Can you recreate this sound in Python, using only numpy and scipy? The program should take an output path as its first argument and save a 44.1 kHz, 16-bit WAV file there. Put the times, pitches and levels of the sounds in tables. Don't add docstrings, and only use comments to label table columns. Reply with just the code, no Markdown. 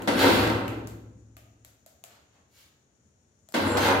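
import sys
import numpy as np
from scipy import signal
from scipy.fft import rfft, irfft
from scipy.io import wavfile

SR = 44100
rng = np.random.default_rng(int(sys.argv[2]) if len(sys.argv) > 2 else 0)


def persist_wave(psi):
    counts = np.round(np.clip(psi, -1, 1) * 32767).astype(np.int16)
    wavfile.write(sys.argv[1], SR, np.atleast_2d(counts).T)


N = 176400
LEAD = SR // 4
TIME = np.arange(-LEAD, N) / SR
HZ = np.fft.rfftfreq(4096, 1 / SR)

# f/Hz, T60/s
REVERB_TIME = [(80, 2.4), (300, 0.71), (1000, 0.81), (3000, 0.68), (6000, 0.48), (10000, 0.38),
               (16000, 0.45)]
# f/Hz, left-right correlation
COHERENCE = [(60, 0.92), (150, 0.95), (300, 0.87), (550, 0.41), (1000, -.05), (2000, -0.14), (5000, .05),
             (16000, -0.26)]
# f/Hz, left minus right/dB
PORT_BALANCE = [(100, 1.6), (600, 0.5), (1200, 1.6), (2500, -2.3), (4500, -2.5), (7000, 10.5), (9500, 8.5),
                (13000, 3), (16000, 2.5)]
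# f/Hz, relative level/dB
AIR_SPECTRUM = [(20, -54.5), (35, -32), (50, -17.5), (72, -3), (120, -7.5), (177, -13.5), (215, -10),
                (344, -16.5), (426, -16.5), (560, -19.5), (1000, -27.5), (1540, -27), (2500, -33.5),
                (5000, -36.5), (6500, -61.5)]
HISS_SPECTRUM = [(100, -50), (1000, -28), (5000, -19), (5700, -3.5), (6300, -6), (6900, 0), (7600, -16),
                 (8500, -14), (9500, -21.5), (16000, -28)]
CLOTH_SPECTRUM = [(40, -49), (150, -13), (600, -1), (1500, 0.5), (4200, 1.5), (6000, -4), (9000, -9),
                  (13000, -6), (16000, -10.5)]
BUTTON_SPECTRUM = [(100, -19), (400, -7), (650, 3.5), (950, -4.5), (1400, 1), (3000, -1), (5000, -1.5),
                   (7500, -3.5), (9300, -6.5), (12500, 2.5), (14500, -2.5), (16000, -8)]
# centre t/s, half-length/s, level/dB, treble tilt/(dB per octave)
BRUSH_STROKES = [(2.12, .05, -60.5, -3), (2.351, 0.042, -67.5, -4.5), (2.587, 0.06, -59, 1.5)]
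# t/s, level/dB, then lift/dB in each of the four button resonances
BUTTON_CLICKS = [(0.0219, -43, -1.5, 12, 8, 4), (0.6806, -37.5, -4, -14, 16, 4.5),
                 (0.8727, -43.5, 1, 8.5, -3, 5.5), (1.3678, -47.5, 13, 13.5, 6, 3),
                 (1.6486, -48.5, 3, -4, -2, 4), (1.8626, -49, 12.5, -4, -4, 4.5),
                 (2.0392, -43.5, 8, 6, 1.5, 7), (3.4884, -51, 13, -6, -3, 8), (3.523, -49, 4, 1, -2, 5)]
# f/Hz, half-width/Hz
BUTTON_MODES = [(660, 170), (1220, 58), (2600, 910), (7400, 1000)]
# start t/s, length/s, f/Hz, level/dB
GUIDE_SQUEAKS = [(.11, .08, 10250, -51), (.32, 0.11, 11230, -45.5), (.37, 0.093, 12660, -49),
                 (.29, 0.12, 15542, -53), (.3, 0.081, 7100, -49), (3.62, 0.16, 10270, -48.5),
                 (3.65, 0.14, 7500, -46), (3.65, 0.12, 8500, -48), (3.83, 0.13, 10200, -50),
                 (3.77, 0.14, 11870, -57), (3.77, 0.16, 6200, -45)]
# f/Hz, width/Hz, lift/dB
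FRAME_MODES = [(214, 22, 3.5), (263, 47, 4.5), (316, 51, 4.5), (504, 56, 3), (770, 20, 3), (804, 34, 1.5),
               (790, 51, -0.5), (923, 40, 4), (1360, 45, 5.5), (1548, 89, 6.5), (2042, 80, 7.5),
               (2705, 40, 4.5), (3430, 15, 5.5)]
# f/Hz, level/dB, start of decay t/s, decay while turning/(dB per s)
DRONE_PARTIALS = [(109.8, -36.5, 0.55, 26.5), (68.1, -45.5, .45, 20)]
# on t/s, off t/s
POWER_SPANS = [(.16, .42), (3.57, 3.97)]
# t/s, level/dB, treble tilt/(dB per octave), scatter time/s, reverberation/dB
DRIVE_BLOWS = [(.023, -33, -7, 0.0038, -0.5), (0.0753, -13, 0.2, .016, 4.5), (.271, -20, -1, 0.0037, -6),
               (.308, -18, -6.5, 0.002, -7.5), (.346, -22.5, -7, 0.0027, -7),
               (0.475, -25, -0.5, .002, -6.5), (.4994, -21, -2, .008, -5), (3.5414, -17, 0.9, 0.028, 5.5),
               (3.595, -20.5, -8, .006, 5.5), (3.7712, -19.5, 2.5, 0.011, 4)]
# f/Hz, relative level/dB
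BELT_SPECTRUM = [(25, -35), (40, -31), (52, -13), (70, 1.5), (95, -2.5), (115, -4.5), (145, -2), (200, -23),
                 (1000, -71)]
BLOW_SPECTRUM = [(40, -48), (130, -17), (215, -1), (310, -1.5), (400, -7.5), (520, -3), (900, -8),
                 (1200, -14.5), (1600, -14), (4500, -19.5), (6500, -28.5), (16000, -37)]
GEAR_SPECTRUM = [(30, -54), (50, -37.5), (75, -21), (115, -24), (160, -12.5), (200, -8), (260, -5),
                 (330, 0), (420, -2.5), (520, -5), (750, -17.5), (2000, -34), (16000, -78)]
LEVER_SPECTRUM = [(60, -49.5), (300, -16.5), (500, 1), (800, -0.5), (1100, -2), (1500, -5.5), (2200, -12.5),
                  (5000, -28.5), (16000, -50)]
HEDDLE_SPECTRUM = [(40, -60), (200, -30.5), (700, -8.5), (1500, 0), (2200, -1.5), (3000, .5), (4200, -.5),
                   (6000, -12.5), (9000, -16.5), (12000, -12), (16000, -18.5)]
# t/s, gear level/dB, lever level/dB, heddle level/dB
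FIRST_RUN_LEVELS = [(0, -38.5, -40.5, -54), (.07, -45, -65, -54), (.09, -35, -29.5, -43.5),
                    (.17, -28, -34, -28.5), (.2, -27, -25, -18.5), (.24, -19, -19, -22),
                    (.3, -24.5, -31, -25), (.38, -29, -26.5, -29.5), (.5, -29, -31, -38),
                    (.62, -36, -38, -53), (.8, -43, -52.5, -60), (.97, -54, -88.5, -77),
                    (1.15, -68.5, -80, -92), (1.6, -76, -88.5, -108.5)]
SECOND_RUN_LEVELS = [(3.54, -42, -30, -33.5), (3.62, -33.5, -28, -34.5), (3.7, -30, -32, -37.5),
                     (3.765, -36, -24, -46), (3.81, -26.5, -28, -27), (3.86, -29, -22, -22.5),
                     (3.92, -30.5, -22.5, -42.5), (4, -31, -37.5, -38)]


def amp(db):
    return 10 ** (np.asarray(db) / 20)


def unit(x):
    return x / np.sqrt(np.mean(x ** 2) + 1e-20)


def curve(points, hz=HZ):
    f, value = np.transpose(points)
    return np.interp(np.log(hz + 1), np.log(f + 1), value)


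def add(mix, start_s, sound):
    part = mix[:, round(start_s * SR):][:, :sound.shape[1]]
    part += sound[:, :part.shape[1]]


def tilt(db_per_octave):
    return db_per_octave * np.log2(np.maximum(HZ / 500, 1))


def colour(x, spectrum_db):
    cepstrum = irfft(np.log(amp(spectrum_db)))
    half = len(cepstrum) // 2
    folded = np.r_[cepstrum[0], 2 * cepstrum[1:half], np.zeros(half)]
    response = irfft(np.exp(rfft(folded)))
    return signal.oaconvolve(x, response / np.linalg.norm(response))


def wander(count, rate_hz):
    hz = np.fft.rfftfreq(N * 2, 1 / SR)
    white = rfft(rng.standard_normal(N * 2))
    return unit(irfft(white * np.exp(-(hz / rate_hz) ** 2)))[:count]


def diffuse(count, dying=False):
    hz, t, (left, other) = signal.stft(rng.standard_normal((2, count)), SR, nperseg=512)
    coherence = np.clip(curve(COHERENCE, hz), -1, 1)[:, None]
    field = np.array([left, coherence * left + np.sqrt(1 - coherence ** 2) * other])
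    if dying:
        field = field * amp(-60 * t / curve(REVERB_TIME, hz)[:, None])
    return signal.istft(field, SR, nperseg=512)[1][:, :count]


def room(x, direct_db, wet_db):
    tail = diffuse(SR * 3 // 2, dying=True)
    tail *= np.minimum(np.arange(tail.shape[1]) / SR / 0.0027, 1)
    response = tail * amp(wet_db) / np.linalg.norm(tail[0])
    response[:, 0] += amp(direct_db)
    return signal.fftconvolve(x[None], response, axes=1)


def strike(spectrum_db, scatter_s, direct_db, wet_db):
    t = np.arange(SR * 3 // 2) / SR
    tail = diffuse(len(t), dying=True) * np.minimum(t / 0.0063, 1)
    scatter = diffuse(len(t)) * np.exp(-t / scatter_s)
    blow = scatter / np.linalg.norm(scatter[0]) + amp(wet_db) * tail / np.linalg.norm(tail[0])
    blow[:, 0] += amp(direct_db)
    gain = np.sqrt(SR / 100) / np.linalg.norm(blow[0])
    return gain * np.array([colour(x, spectrum_db) for x in blow])


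def frame_lift():
    return sum(db / (1 + (2 * (HZ - hz) / width) ** 2) for hz, width, db in FRAME_MODES)


def workshop_air():
    air = np.array([colour(x, curve(AIR_SPECTRUM))[LEAD:LEAD + N] for x in diffuse(len(TIME))])
    hiss = np.array([colour(x, curve(HISS_SPECTRUM))[LEAD:LEAD + N] for x in diffuse(len(TIME))])
    hiss_level = amp(-75.5 + 0.84 * wander(N, rate_hz=14))
    pan = amp([[1.5], [-1.5]])
    return amp(-66.5) * air + hiss * hiss_level * pan


def brushes():
    out = np.zeros((2, N))
    for centre_s, half_s, db, slope in BRUSH_STROKES:
        t = np.arange(-3 * half_s, 3 * half_s, 1 / SR)
        friction = rng.standard_normal(len(t)) * np.exp(-(t / half_s) ** 2)
        rub = colour(friction, curve(CLOTH_SPECTRUM) + tilt(slope))
        add(out, centre_s + t[0], amp(db) * room(rub, direct_db=-5.5, wet_db=1.5))
    return out


def buttons():
    out = np.zeros((2, N))
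    for start_s, db, *lifts_db in BUTTON_CLICKS:
        lift = sum(peak_db * np.exp(-((HZ - hz) / width) ** 2)
                   for peak_db, (hz, width) in zip(lifts_db, BUTTON_MODES))
        click = strike(curve(BUTTON_SPECTRUM) + lift, scatter_s=0.0014, direct_db=-9.5, wet_db=1.5)
        add(out, start_s, amp(db) * click)
    return out


def squeaks(jitter_hz=65, stutter_db=3.5):
    out = np.zeros((2, N))
    for start_s, length_s, hz, db in GUIDE_SQUEAKS:
        t = np.arange(0, length_s, 1 / SR)
        cycles = np.cumsum(hz + jitter_hz * wander(len(t), rate_hz=120)) / SR
        tone = np.sqrt(np.sin(np.pi * t / length_s)) * np.sin(2 * np.pi * cycles)
        stutter = amp(stutter_db * wander(len(t), rate_hz=66))
        add(out, start_s, amp(db) * room(tone * stutter, direct_db=-3.5, wet_db=-2))
    return out


def wavering_tone(hz, drift_hz, rate_hz):
    cycles = np.cumsum(hz + drift_hz * wander(N, rate_hz)) / SR
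    return np.sqrt(2) * np.sin(2 * np.pi * cycles)


def frame_drone(rest_s=1.65):
    t, out = TIME[LEAD:], np.zeros(N)
    for hz, db, decay_start_s, db_per_s in DRONE_PARTIALS:
        swell = np.minimum((t + 0.11) / decay_start_s, 1)
        decay_db = db_per_s * np.maximum(t - decay_start_s, 0)
        level = swell * amp(db - decay_db + 3.4 * wander(N, rate_hz=40))
        out += level * wavering_tone(hz, drift_hz=1.6, rate_hz=8.1)
    return out * np.exp(-np.maximum(t - rest_s, 0) / 0.12)


def motor(rise_s=0.097, decay_s=0.16):
    t = TIME[LEAD:]
    envelope = sum(np.clip((t - on) / rise_s, 0, 1) * np.exp(-np.maximum(t - off, 0) / decay_s)
                   for on, off in POWER_SPANS)
    hum = amp(-37) * wavering_tone(hz=97.3, drift_hz=2.5, rate_hz=12)
    belt = amp(-39.5) * colour(rng.standard_normal(N), curve(BELT_SPECTRUM))[:N]
    return envelope * (hum + belt)


def drive_knocks(ring_weight=1.4):
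    out = np.zeros((2, N))
    for start_s, db, slope, scatter_s, wet_db in DRIVE_BLOWS:
        spectrum_db = curve(BLOW_SPECTRUM) + ring_weight * frame_lift() + tilt(slope)
        add(out, start_s, amp(db) * strike(spectrum_db, scatter_s, direct_db=-13.5, wet_db=wet_db))
    return out


def rattle(spectrum, column, hits_per_s, spread_db, direct_db):
    size = amp(spread_db * np.minimum(rng.exponential(1, len(TIME)), 4))
    polarity = rng.choice([-1, 1], len(TIME))
    struck = rng.random(len(TIME)) < hits_per_s / SR
    first, second = np.array(FIRST_RUN_LEVELS), np.array(SECOND_RUN_LEVELS)
    level = amp(np.interp(TIME, first[:, 0], first[:, column], right=-np.inf))
    level += amp(np.interp(TIME, second[:, 0], second[:, column], left=-np.inf))
    ringing = colour(unit(size * polarity * struck) * level, curve(spectrum) + frame_lift())
    return room(ringing, direct_db, wet_db=-2.7)[:, LEAD:LEAD + N]


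def mechanism():
    gears = rattle(GEAR_SPECTRUM, column=1, hits_per_s=700, spread_db=1, direct_db=-8)
    levers = rattle(LEVER_SPECTRUM, column=2, hits_per_s=450, spread_db=2.5, direct_db=-6.5)
    heddles = rattle(HEDDLE_SPECTRUM, column=3, hits_per_s=900, spread_db=2, direct_db=-10.5)
    return gears + levers + heddles


def scene():
    loom = mechanism() + drive_knocks() + motor() + frame_drone() + squeaks()
    return loom + buttons() + brushes() + workshop_air()


def record(dry):
    half_balance_db = curve(PORT_BALANCE, np.fft.rfftfreq(2 * N, 1 / SR)) / 2
    ports = irfft(rfft(dry, 2 * N) * amp([half_balance_db, -half_balance_db]))[:, :N]
    low_pass = signal.firwin(301, cutoff=15900, window=("kaiser", 9), fs=SR)
    return signal.oaconvolve(ports, low_pass[None], "same")


dry = scene()
out = record(dry)
persist_wave(out)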